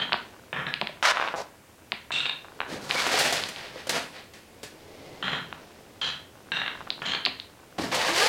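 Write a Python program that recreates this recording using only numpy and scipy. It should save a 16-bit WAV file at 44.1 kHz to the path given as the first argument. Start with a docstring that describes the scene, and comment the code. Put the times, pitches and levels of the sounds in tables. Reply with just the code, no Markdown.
"""Wooden balls on a toy track

In a small room, balls clatter through ringing blocks, knock over joints, roll along a groove and
clack into a queue. Something, probably a hand or sleeve, rubs the wood in between.
Blows excite resonances; clatter, rolling and rubbing are streams of tiny random contacts, filtered
by wood. Groan and whistles are narrow unsteady tones. Steady noise lies beneath.
"""
import sys
import numpy as np
from scipy import signal
from scipy.fft import rfft, irfft
from scipy.io import wavfile

SR = 44100
rng = np.random.default_rng(int(sys.argv[2]) if len(sys.argv) > 2 else 0)


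def put_to_file(sound):
    """Save the sound as 16-bit audio at rate SR, in the file named by the first command-line argument."""
    columns = np.atleast_2d(sound).T  # one column per channel
    safe = np.clip(columns, -1, 1)
    whole_steps = np.round(safe * 32767)
    wavfile.write(sys.argv[1], SR, whole_steps.astype(np.int16))


N = 365148
TIME_S = np.arange(N) / SR

# Levels in the tables are relative: trims, room and microphone follow.
# steady background noise spectrum: (f/Hz, density/dB)
AIR_SPECTRUM = [(20, -29), (82, 6.5), (141, -0.5), (310, 4), (390, -0.5), (2910, -14), (6380, -18.5),
                (16000, -24)]
AIR_DB = -53.5
# room decay: (f/Hz, t60/s)
ROOM_T60 = [(100, 0.88), (500, 0.32), (1500, 0.42), (3500, 0.36), (7000, 0.28), (15000, 0.68)]
# microphone response: (f/Hz, level/dB)
MIC_RESPONSE = [(140, -1), (300, -2.5), (600, 0.27), (1200, -0.5), (2400, 2), (4000, -0.5), (8000, 2.5),
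                (15000, 1.5)]
CUTOFF_HZ = 16100

# rolling, loudest moments: (t/s, level/dB, tick share/dB)
ROLLS = [(.15, -50.5, -3.5), (.85, -54.5, 0.5), (2.65, -50, -4), (3.7, -48.5, -20), (5.08, -44.5, -31),
         (5.6, -48.5, -12.5), (6.8, -48, -2), (8.25, -45, -19)]
# rolling murmur spectrum: (f/Hz, density/dB)
ROLL_SPECTRUM = [(50, -6.5), (150, -1), (430, 1.5), (750, -5.5), (1400, -17.5), (5000, -16.5)]
ROLL_GAIN_DB_PER_S, ROLL_LOSS_DB_PER_S = 19, 14.5
TICKS_PER_S, TICK_TOP_HZ = 64, 1310

# thin whistles over rubbing and rolling: (t/s, rise/s, hold/s, t60/s, level/dB, f/Hz)
WHISTLES = [(2.955, 0.012, 0.029, .15, -33.5, 2270), (4.882, .1, 0.27, .2, -61.5, 2060)]
# groan under the last two strokes, a curve: (t/s, base f/Hz, level/dB)
GROAN_CURVE = [(8.05, 265, -36), (8.095, 310.6, -26.5), (8.135, 349.8, -35), (8.192, 409.3, -29),
               (8.234, 462.4, -24), (8.28, 497, -36)]
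# groan resonances: (multiple of base f, level/dB)
GROAN_MODES = [(0.998, -2.5), (1.801, -1), (2.7, -3), (3.65, -4)]
# rubbing strokes: (t/s, rise/s, hold/s, t60/s, level/dB, bass share/dB, treble share/dB, wood ring/dB)
RUBS = [(2.679, 0.035, 0.026, 0.5, -40, 3, -9.5, 8.5), (2.814, 0.042, 0.03, 0.43, -44, -2, -3.5, 8),
        (2.893, 0.078, 0.026, 1, -27.5, -17.5, -9, 1.5), (3.095, 0.053, 0.1, 0.73, -26, -14, -8, -5),
        (3.339, 0.022, 0.026, 0.45, -32, -12, -11, -9), (3.56, 0.019, 0.03, 1, -42, -20, -15, -8),
        (3.725, 0.043, 0.035, 0.94, -46, -22, -13, 0), (3.89, 0.013, 0.053, 0.35, -29.5, -9, -10, 3),
        (4.122, 0.03, 0.03, 0.43, -45.5, -13, -17, -24), (7.782, 0.0051, 0.033, 0.68, -35, 2, -8, 5),
        (7.916, 0.0071, 0.07, 0.89, -27, -16, -12, 5.5), (8.047, 0.041, 0.019, 0.26, -25.5, -16, -9.5, 0),
        (8.135, 0.031, 0.22, .5, -26.5, -22, -5.5, -13)]
# short brushes: (t/s, level/dB, t60/s, added treble/dB)
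BRUSHES = [(3.068, -23.5, 0.11, -26), (3.189, -23.5, 0.23, 23), (3.325, -25, 0.16, 10),
           (3.487, -30, 0.065, 4.5), (3.870, -32.5, 0.076, 1), (3.8931, -21, 0.12, 8),
           (4.336, -44, 0.37, -31), (4.631, -36.5, 0.23, 3), (7.946, -25.5, 0.16, 2)]
# rubbing spectrum: (f/Hz, density/dB)
RUB_SPECTRUM = [(40, -20.5), (140, 6.5), (300, 6), (650, 2.1), (1200, -3), (1750, 1), (2400, -1.5),
                (4500, -3), (7000, -11), (11000, -19), (16000, -30)]
# wood ringing under the rubbing: (f/Hz, width/Hz, level/dB)
RUBBED_MODES = [(592, 150, -3), (912, 125, 0.5), (1100, 330, -1.5), (1644, 93, 0)]
# skids along the groove: (t/s, rise/s, hold/s, t60/s, level/dB, bass share/dB, treble share/dB)
SKIDS = [(1.027, 0.024, 0.062, 0.031, -17.5, -13, -11.5), (1.125, 0.037, 0.087, 0.47, -31, -4, -20.5),
         (1.358, 0.02, 0.036, 0.12, -44, 11, 1)]
# skid spectrum: (f/Hz, density/dB)
SKID_SPECTRUM = [(50, -34), (300, -27), (600, -7), (1000, 5.5), (1450, 7), (2500, 0.5), (4000, -5.5),
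                 (6300, -11.5), (8000, -19.5), (16000, -38)]
STROKE_RISE_DB = 8  # gained while getting up to speed
TREBLE_FOLLOWS = 0.92  # treble dB per dB of stroke

# dull bumps against blocks: (t/s, peak/dB, f/Hz)
BUMPS = [(0.8945, -30, 600), (2.9200, -24, 1080), (2.9520, -21, 547), (3.0660, -22, 710),
         (3.1420, -18, 725), (3.3240, -18.5, 696), (3.3385, -29, 660), (3.759, -27, 496),
         (3.871, -26.5, 550), (4.631, -32, 440), (7.7850, -21, 725), (7.7964, -15.5, 310),
         (7.8093, -21, 304), (7.8431, -23.5, 394)]
# bumped block: (multiple of its f, width/Hz, level/dB)
BUMP_MODES = [(.65, 60, 8), (1, 55.3, 16.5), (2.5, 185.2, -3)]
# knocks on the track: (t/s, peak/dB, contact hardness f/Hz, touches, touch spacing/s)
KNOCKS = [(0.0938, -23, 1800, 1, 0), (0.1222, -9, 4000, 1, 0), (0.142, -11, 1510, 1, 0),
          (1.0268, -9.5, 4960, 1, 0), (1.1197, -13, 2200, 1, 0), (1.1712, -10, 2200, 1, 0),
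          (1.1984, -11, 1800, 2, 0.015), (1.2248, -12, 1800, 1, 0), (1.24, -17, 1400, 4, .009),
          (1.2761, -13, 4000, 2, .009), (1.3399, -15, 775, 3, 0.006), (2.1064, -19.5, 1700, 2, .003),
          (2.446, -29.5, 1400, 2, 0.038), (2.604, -11, 3600, 1, 0), (2.6153, -16, 3180, 1, 0),
          (2.6325, -24, 1700, 2, 0.031), (2.9026, -16, 4000, 1, 0), (3.066, -12.5, 4000, 2, .0245),
          (5.5269, -19, 3100, 1, 0), (6.875, -26, 1500, 1, 0)]
# track wood: (f/Hz, width/Hz, level/dB)
TRACK_MODES = [(800, 870, 2.5), (1060, 430, 12.2), (1476, 190, 13), (2580, 710, 4.6), (3680, 260, 6.5)]
REBOUND_LOSS_DB = 2.5  # per touch

# runs through the upper blocks: (t/s, length/s, level/dB, chatter t60/s before sag, landing peak/dB)
RUNS = [(0.0, 0.033, -25.5, 0.13, -15.5), (0.529, 0.076, -29.5, 0.4, -11), (0.667, 0.027, -34.5, 0.13, -11),
        (2.1176, 0.074, -24.5, 0.35, -15), (5.226, 0.13, -28, 0.26, -12), (6.014, 0.075, -25, 0.25, -18),
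        (6.5187, 0.054, -27, 0.51, -7), (7.019, 0.0092, -31.5, 0.17, -14.5),
        (7.0532, 0.071, -26.5, 0.21, -17)]
# ringing blocks, one row per run: (low, middle, high mode f/Hz, two overtones f/Hz)
BLOCK_HZ = [(1750, 3130, 3900, 6500, 7050), (1760, 2350, 3150, 5400, 6700), (1660, 2350, 3650, 5400, 7200),
            (1690, 2750, 3690, 7650, 8450), (1750, 3170, 4080, 7100, 10700), (1770, 3190, 4050, 6050, 6900),
            (1630, 2730, 3740, 5850, 7900), (1750, 2400, 3130, 7150, 10700), (1750, 3110, 4120, 6600, 7150)]
# block balance, one row per run: (low, middle, high mode level/dB, top edge f/Hz,
# treble past the edge level/dB, wood tilt/dB per octave, ring climb towards the high mode/dB per s)
BLOCK_BALANCE = [(12, 21, 9, 4440, -15, -0.5, 0), (14, 4, 5, 3620, -13, -6, 3),
                 (14, -7, 5, 4060, -3, -6, 0), (6, 26.5, 28.5, 4240, 0, 4.5, 10),
                 (13, 14.5, 16, 3750, -5.5, -2.5, 36), (12, 27, 18, 4900, -5, 2, 0),
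                 (25, 20, 17, 4100, -7, 0.5, 73), (12, 8, 11, 3300, 4, -4, 0),
                 (8, 22, 17, 4300, -5.5, 3, 0)]
# hard bounces within the clatter: (t/s, peak/dB)
BOUNCES = [(0.570, -13.5), (.6820, -15.5), (2.174, -19), (2.2037, -11.5), (2.2560, -7), (2.2636, -8),
           (2.2949, -9), (5.281, -9), (5.333, -10), (6.5689, -11), (6.6167, -9), (6.6622, -10),
           (6.6789, -9.5), (7.1350, -9), (7.1491, -7)]
# wooden rattle spectrum: (f/Hz, density/dB)
CLATTER_SPECTRUM = [(40, -38), (100, 1), (170, 4.5), (380, 2.5), (750, 4), (1400, 9), (2200, 2),
                    (3600, 4.5), (6500, -3), (16000, -16)]
# frame under the blocks: (f/Hz, width/Hz, level/dB)
FRAME_MODES = [(172, 55, 10.8)]
SWELL_S, SWELL_DB, SAG_DB_PER_S = 0.046, 2.5, 26  # swell after landing, sag as the ball loses speed
FLARE_DB, FLARE_T60_S = -27, 0.1  # chatter stirred up by a hard bounce
RING_FADE_DB_PER_S, RING_SETTLES_S = 9, 0.088

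# ball meets ball: (t/s, peak/dB, f/Hz, end-block thud/dB, bright crack/dB)
CLACKS = [(0.1306, -4, 3030, -19.5, -25), (0.7397, -7, 2730, -49, -22), (0.814, -7, 2680, -19.5, -22),
          (0.8717, -11, 2350, -50, -36), (1.9200, -6.5, 2510, -26.5, -22), (2.9103, -4, 2730, -30, -36),
          (3.4375, -11, 3230, -46, -8.5), (3.5615, -20.5, 2920, -59, -33), (6.9038, -9, 4040, -38, -48),
          (7.2516, -7, 4200, -50, -46), (7.2583, -12.5, 4560, -38, -14), (7.2626, -4, 2660, -24.5, -38),
          (7.2705, -21, 4220, -31, -30), (7.3994, -17.5, 3900, -57, -38)]
# struck balls at reference pitch: (f/Hz, width/Hz, level/dB)
BALL_MODES = [(2730, 1200, 26.5), (3850, 770, 14.5)]
# end block of the queue: (f/Hz, width/Hz, level/dB)
END_BLOCK_MODES = [(250, 25, 7), (390, 110, 0.87), (632, 200, 5.1), (1000, 230, 8.2)]


def from_db(db):
    """Decibels to gain."""
    return 10 ** (np.asarray(db) / 20)


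def rms_one(x):
    """Scale to rms 1."""
    return x / np.sqrt(np.mean(x ** 2) + 1e-20)


def peak_one(x):
    """Scale to peak 1."""
    return x / np.abs(x).max()


def at_hz(points, hz):
    """Read a table on a log-frequency axis."""
    table_hz, values = np.transpose(points)
    return np.interp(np.log(hz + 1), np.log(table_hz), values)


def cut(x, hz, kind, order=2):
    """Butterworth filter."""
    sos = signal.butter(order, np.clip(hz, 10, SR / 2 - 1000), kind, fs=SR, output="sos")
    return signal.sosfilt(sos, x)


def add(track, s, sound):
    """Mix a sound into a track at time s."""
    start = max(round(s * SR), 0)
    track[start:start + len(sound)] += sound[:max(N - start, 0)]


def through(x, response):
    """Convolve with an impulse response, keeping the length."""
    return signal.fftconvolve(x, response)[:len(x)]


def coloured(spectrum, size=4096):
    """Minimum-phase impulse response of a spectrum, by folding its cepstrum."""
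    bins_hz = np.arange(size // 2 + 1) * SR / size
    cepstrum = irfft(np.log(from_db(at_hz(spectrum, bins_hz))))
    cepstrum[1:size // 2] *= 2
    return irfft(np.exp(rfft(cepstrum[:size // 2], size)))


def ringing(modes, size=4096):
    """Impulse response of parallel two-pole resonances."""
    out = np.zeros(size)
    impulse = signal.unit_impulse(size) + 1e-18
    for hz, width_hz, db in modes:
        r = np.exp(-np.pi * width_hz / SR)
        poles = [1, -2 * r * np.cos(2 * np.pi * hz / SR), r * r]
        out += from_db(db) * (1 - r * r) / 2 * signal.lfilter([1, 0, -1], poles, impulse)
    return out


def grains(count, per_s, spread_db):
    """Tiny random contacts of uneven strength and sign; rms 1."""
    strength_db = spread_db * np.clip(rng.standard_normal(count), -2, 2)
    sizes = from_db(strength_db) * rng.choice([-1, 1], count)
    return rms_one(sizes * (rng.random(count) < per_s / SR))


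def wander(count, per_s):
    """Smooth random wobble of spread about 1: random points joined by lines."""
    steps = np.arange(count) * per_s / SR
    points = int(steps[-1]) + 2
    return np.interp(steps, np.arange(points), rng.standard_normal(points))


def controls(rows):
    """Columns of a curve, sample by sample over its own span."""
    s, *columns = np.transpose(rows)
    span_s = np.arange(s[0], s[-1], 1 / SR)
    return [np.interp(span_s, s, column) for column in columns]


def stroke(age_s, rise_s, hold_s, t60_s, rise_db):
    """Rise, hold and release of one movement, in dB below its top."""
    rise = -rise_db * np.clip(1 - age_s / rise_s, 0, 1)
    return rise - 60 * np.maximum(age_s - rise_s - hold_s, 0) / t60_s


def scattered(x, db, t60_s):
    """A blow runs back and forth through the wood: a short, dense after-ring."""
    spread = rng.standard_normal(len(x)) * from_db(-60 * TIME_S[:len(x)] / t60_s)
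    return x + from_db(db) * through(x, spread / np.sqrt(np.sum(spread ** 2)))


def bending(x, delay_s=0.0078, middle_hz=700):
    """Bending waves: low notes travel slowest, so a thud sweeps down; delay_s holds at middle_hz."""
    hz = np.arange(len(x) + 1) * SR / (2 * len(x))
    phase = 4 * np.pi * delay_s * np.sqrt(hz * middle_hz)
    return irfft(rfft(x, 2 * len(x)) * np.exp(-1j * phase))[:len(x)]


def shifting(contacts, modes, shift_db, glide, per_s):
    """The contact point moves, so each mode swells, fades and drifts in pitch on its own."""
    count, out = len(contacts), 0.0
    for mode in modes:
        uneven = contacts * from_db(shift_db * wander(count, per_s))
        ring = through(uneven, ringing([mode]))
        read_at = np.cumsum(np.exp(glide * wander(count, per_s)))
        out = out + np.interp(read_at, np.arange(count), ring, right=0)
    return out


def unsteady(turn, per_s):
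    """A narrow noise band: a tone whose sine and cosine parts wander apart."""
    sine = wander(len(turn), per_s) * np.sin(turn)
    return sine + wander(len(turn), per_s) * np.cos(turn)


def friction(row, spectrum, per_s, spread_db, catch_db, modes=(), surge_db=1.46):
    """Grain catches unevenly under a stroke; all bands swell with it, treble slightly less."""
    s, rise_s, hold_s, t60_s, db, bass_db, treble_db = row
    speed_db = stroke(TIME_S[:SR * 3 // 4], rise_s, hold_s, t60_s, STROKE_RISE_DB)
    count = len(speed_db)
    grip_db = catch_db * wander(count, per_s=110) + surge_db * wander(count, per_s=34)
    contacts = from_db(grip_db) * grains(count, per_s, spread_db)
    grit = through(contacts, coloured(spectrum))
    grit = grit + shifting(contacts, modes, shift_db=1.5, glide=0.12, per_s=17.3)
    bass = rms_one(cut(grit, 500, "low", order=4))
    middle = rms_one(cut(grit, [500, 4500], "band", order=4))
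    treble = rms_one(cut(grit, 4500, "high", order=4))
    sound = from_db(bass_db + speed_db) * bass + from_db(speed_db) * middle
    sound += from_db(treble_db + TREBLE_FOLLOWS * speed_db) * treble
    out = np.zeros(N)
    add(out, s, from_db(db) * sound)
    return out


def air():
    """Steady background: filtered white noise."""
    return from_db(AIR_DB) * rms_one(through(rng.standard_normal(N), coloured(AIR_SPECTRUM)))


def room(x, first_s=0.00078, build_s=0.016, dull_hz=9000):
    """Diffuse reflections build up, then decay band by band; energy 1 before the treble cut."""
    age_s, tail = TIME_S[:SR * 2 // 3], 0
    edges_hz = np.geomspace(50, 18000, 10)
    for low_hz, high_hz in zip(edges_hz, edges_hz[1:]):
        fade = np.exp(-np.log(1000) * age_s / at_hz(ROOM_T60, np.sqrt(low_hz * high_hz)))
        tail = tail + fade * cut(rng.standard_normal(len(age_s)), [low_hz, high_hz], "band")
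    tail = tail * np.clip((age_s - first_s) / build_s, 0, 1)
    return through(x, cut(tail / np.sqrt(np.sum(tail ** 2)), dull_hz, "low", order=1))


def rolling():
    """Balls murmur over the fine grain of the chute and tick on its small flaws."""
    murmur = through(grains(N, per_s=3000, spread_db=1), coloured(ROLL_SPECTRUM))
    murmur = cut(murmur, 5000, "low", order=4)
    ticks = through(grains(N, TICKS_PER_S, spread_db=4), ringing(TRACK_MODES))
    ticks = cut(ticks, TICK_TOP_HZ, "low")
    murmur_db, ticks_db = -np.inf, -np.inf
    for s, db, share_db in ROLLS:
        roll_db = db - np.maximum(ROLL_GAIN_DB_PER_S * (s - TIME_S), ROLL_LOSS_DB_PER_S * (TIME_S - s))
        murmur_db = np.maximum(murmur_db, roll_db)
        ticks_db = np.maximum(ticks_db, roll_db + share_db)
    return from_db(murmur_db) * rms_one(murmur) + from_db(ticks_db) * rms_one(ticks)


def whistles(wander_per_s=260):
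    """A narrow, unsteady tone swells and dies away."""
    out, age_s = np.zeros(N), TIME_S[:SR // 2]
    for s, rise_s, hold_s, t60_s, db, hz in WHISTLES:
        tone = rms_one(unsteady(2 * np.pi * hz * age_s, wander_per_s))
        add(out, s, from_db(db + stroke(age_s, rise_s, hold_s, t60_s, STROKE_RISE_DB)) * tone)
    return out


def groan(wander_per_s=70):
    """Friction feeds a few narrow resonances that glide up together."""
    hz, db = controls(GROAN_CURVE)
    turn = 2 * np.pi * np.cumsum(hz) / SR
    sound = sum(from_db(level) * unsteady(k * turn, wander_per_s) for k, level in GROAN_MODES)
    out = np.zeros(N)
    add(out, GROAN_CURVE[0][0], from_db(db) * rms_one(sound))
    return out


def brushes(trim_db=-1, bright_hz=6000):
    """Short brushes of dense grit that die away at once."""
    out, age_s = np.zeros(N), TIME_S[:SR // 4]
    for s, db, t60_s, bright_db in BRUSHES:
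        grit = through(grains(len(age_s), per_s=9000, spread_db=1), coloured(RUB_SPECTRUM))
        grit = rms_one(grit + from_db(bright_db) * cut(grit, bright_hz, "high", order=1))
        add(out, s, from_db(db + trim_db - 60 * age_s / t60_s) * grit)
    return out


def rubbing(trim_db=-0.5):
    """Long sliding strokes set the wood ringing."""
    out = np.zeros(N)
    for *row, ring_db in RUBS:
        modes = [(hz, width_hz, db + ring_db) for hz, width_hz, db in RUBBED_MODES]
        out += friction(row, RUB_SPECTRUM, per_s=4200, spread_db=3, catch_db=1.8, modes=modes)
    return from_db(trim_db) * out


def skids(trim_db=-3.5):
    """A ball skids over the grain of the groove."""
    return from_db(trim_db) * sum(
        friction(row, SKID_SPECTRUM, per_s=5600, spread_db=2, catch_db=1.5, surge_db=0.5)
        for row in SKIDS)


def bumps(top_hz=1400):
    """Dull bumps ring a few low block modes."""
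    out = np.zeros(N)
    for s, db, pitch_hz in BUMPS:
        block = ringing([(k * pitch_hz, width_hz, level) for k, width_hz, level in BUMP_MODES])
        add(out, s, from_db(db) * peak_one(cut(block, top_hz, "low")))
    return out


def knocks(top_hz=4100, scatter_db=2):
    """Each touch rebalances the track modes; soft contacts lose treble, rebounds grow weaker."""
    out = np.zeros(N)
    for s, db, hard_hz, touches, gap_s in KNOCKS:
        for k in range(round(touches)):
            wood = ringing([(hz * rng.normal(1, 0.033), width_hz, level + scatter_db * rng.normal())
                            for hz, width_hz, level in TRACK_MODES])
            touch = cut(cut(wood, hard_hz, "low"), top_hz, "low", order=14)
            add(out, s + k * gap_s, from_db(db - k * REBOUND_LOSS_DB) * peak_one(touch))
    return out


def rattle(age_s, contacts, pitches_hz, balance):
    """Contacts excite broad wood, drifting block modes, thin overtones and the frame."""
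    *levels_db, edge_hz, treble_db, _, climb_db_per_s = balance
    wood = block_wood(balance)
    on_wood, on_edges = contacts * rng.choice([-1, 1], (2, len(age_s)))
    sound = through(on_wood, wood)
    for k, (hz, level_db) in enumerate(zip(pitches_hz, levels_db)):
        slope_db_per_s = (k - 1) * climb_db_per_s - RING_FADE_DB_PER_S
        ring = shifting(contacts, [(hz, 100, level_db)], shift_db=1, glide=0.00884, per_s=52)
        sound += from_db(slope_db_per_s * np.minimum(age_s, RING_SETTLES_S)) * ring
    treble = cut(cut(through(on_edges, wood), edge_hz, "high"), edge_hz, "low")
    overtones = [(hz, 200, 9) for hz in pitches_hz[len(levels_db):]]
    treble += through(treble, ringing(overtones))
    sound = cut(sound, edge_hz, "low", order=14) + from_db(treble_db) * treble
    sound += through(contacts, ringing(FRAME_MODES))
    return sound / np.std(sound[age_s < RING_SETTLES_S])


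def block_wood(balance):
    """Broad wood response, tilted over 1.5 octaves above 1200 Hz."""
    tilt_db = balance[5]
    return coloured([(hz, level + tilt_db * np.clip(np.log2(hz / 1200), 0, 1.5))
                     for hz, level in CLATTER_SPECTRUM])


def hard_bounce(pitches_hz, balance):
    """One hard blow: broad wood, damped block modes and the track."""
    *levels_db, edge_hz, _, _, _ = balance
    damped = ringing([(hz, 330, level) for hz, level in zip(pitches_hz, levels_db)])
    blow = block_wood(balance) + from_db(-6) * damped + from_db(-10) * ringing(TRACK_MODES)
    return cut(blow, edge_hz, "low", order=14)


def clatter(trim_db=-3, bounce_trim_db=-6):
    """A ball lands on the upper blocks and chatters through them with a few hard bounces."""
    out, age_s = np.zeros(N), TIME_S[:SR // 2]
    next_starts = [run[0] for run in RUNS[1:]] + [TIME_S[-1]]
    for run, until, pitches_hz, balance in zip(RUNS, next_starts, BLOCK_HZ, BLOCK_BALANCE):
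        start, length_s, db, t60_s, landing_db = run
        contacts = grains(len(age_s), per_s=1400, spread_db=3)
        sound = rattle(age_s, contacts, pitches_hz, balance)
        blow = hard_bounce(pitches_hz, balance)
        bounces = [(s, peak_db) for s, peak_db in BOUNCES if start < s < until]
        for s, peak_db in [(start, landing_db)] + bounces:
            add(out, s, from_db(peak_db + bounce_trim_db) * peak_one(scattered(blow, db=1, t60_s=0.019)))
        swell_db = stroke(age_s, SWELL_S, length_s - SWELL_S, t60_s, SWELL_DB)
        vigour = from_db(db + swell_db - SAG_DB_PER_S * age_s)
        for s, peak_db in bounces:
            since_s = age_s - (s - start)
            flare = from_db(peak_db + FLARE_DB - 60 * np.abs(since_s) / FLARE_T60_S)
            vigour = np.hypot(vigour, (since_s > 0) * flare)
        add(out, start, from_db(trim_db) * vigour * sound)
    return out


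def end_block_thud(top_hz=1050, push_db=1):
    """The queue hands the blow to the end block: a push at once, then a falling thud."""
    thud = ringing([(hz * rng.normal(1, 0.065), width_hz, level + rng.normal(0, 1.2))
                    for hz, width_hz, level in END_BLOCK_MODES])
    thud = cut(thud, top_hz, "low", order=4)
    return from_db(push_db) * peak_one(thud) + peak_one(bending(thud))


def clacks(contact_hz=4650, crack_top_hz=8800, trim_db=-0.5):
    """Two hard balls give a millisecond snap, brighter and longer at higher pitch, plus a thud."""
    out = np.zeros(N)
    for s, db, pitch_hz, thud_db, crack_db in CLACKS:
        ratio = pitch_hz / BALL_MODES[0][0]
        balls = ringing([(hz * ratio, width_hz / ratio, level) for hz, width_hz, level in BALL_MODES])
        crack = from_db(crack_db) * cut(balls, crack_top_hz, "low", order=3)
        snap = peak_one(cut(balls, contact_hz, "low", order=10) + crack)
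        add(out, s, from_db(db + trim_db) * scattered(snap, db=-13, t60_s=0.022))
        add(out, s, from_db(thud_db) * end_block_thud())
    return out


def scene():
    """Direct sound of all sources, and room sound of all but rolling and air."""
    # (sound, room send in dB)
    sources = [(rubbing() + brushes() + groan() + whistles(), -7), (skids(), -12),
               (knocks() + bumps(), -7), (clatter(), -2), (clacks(), -7)]
    direct = sum(sound for sound, _ in sources)
    reflected = room(sum(from_db(wet_db) * sound for sound, wet_db in sources))
    return (direct + reflected + rolling() + air())[None]


def record(dry):
    """The microphone colours the sound slightly; the top is cut steeply."""
    heard = through(dry[0], coloured(MIC_RESPONSE))[None]
    return signal.sosfilt(signal.ellip(10, 0.1, 80, CUTOFF_HZ, fs=SR, output="sos"), heard)


dry = scene()
out = record(dry)
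put_to_file(out)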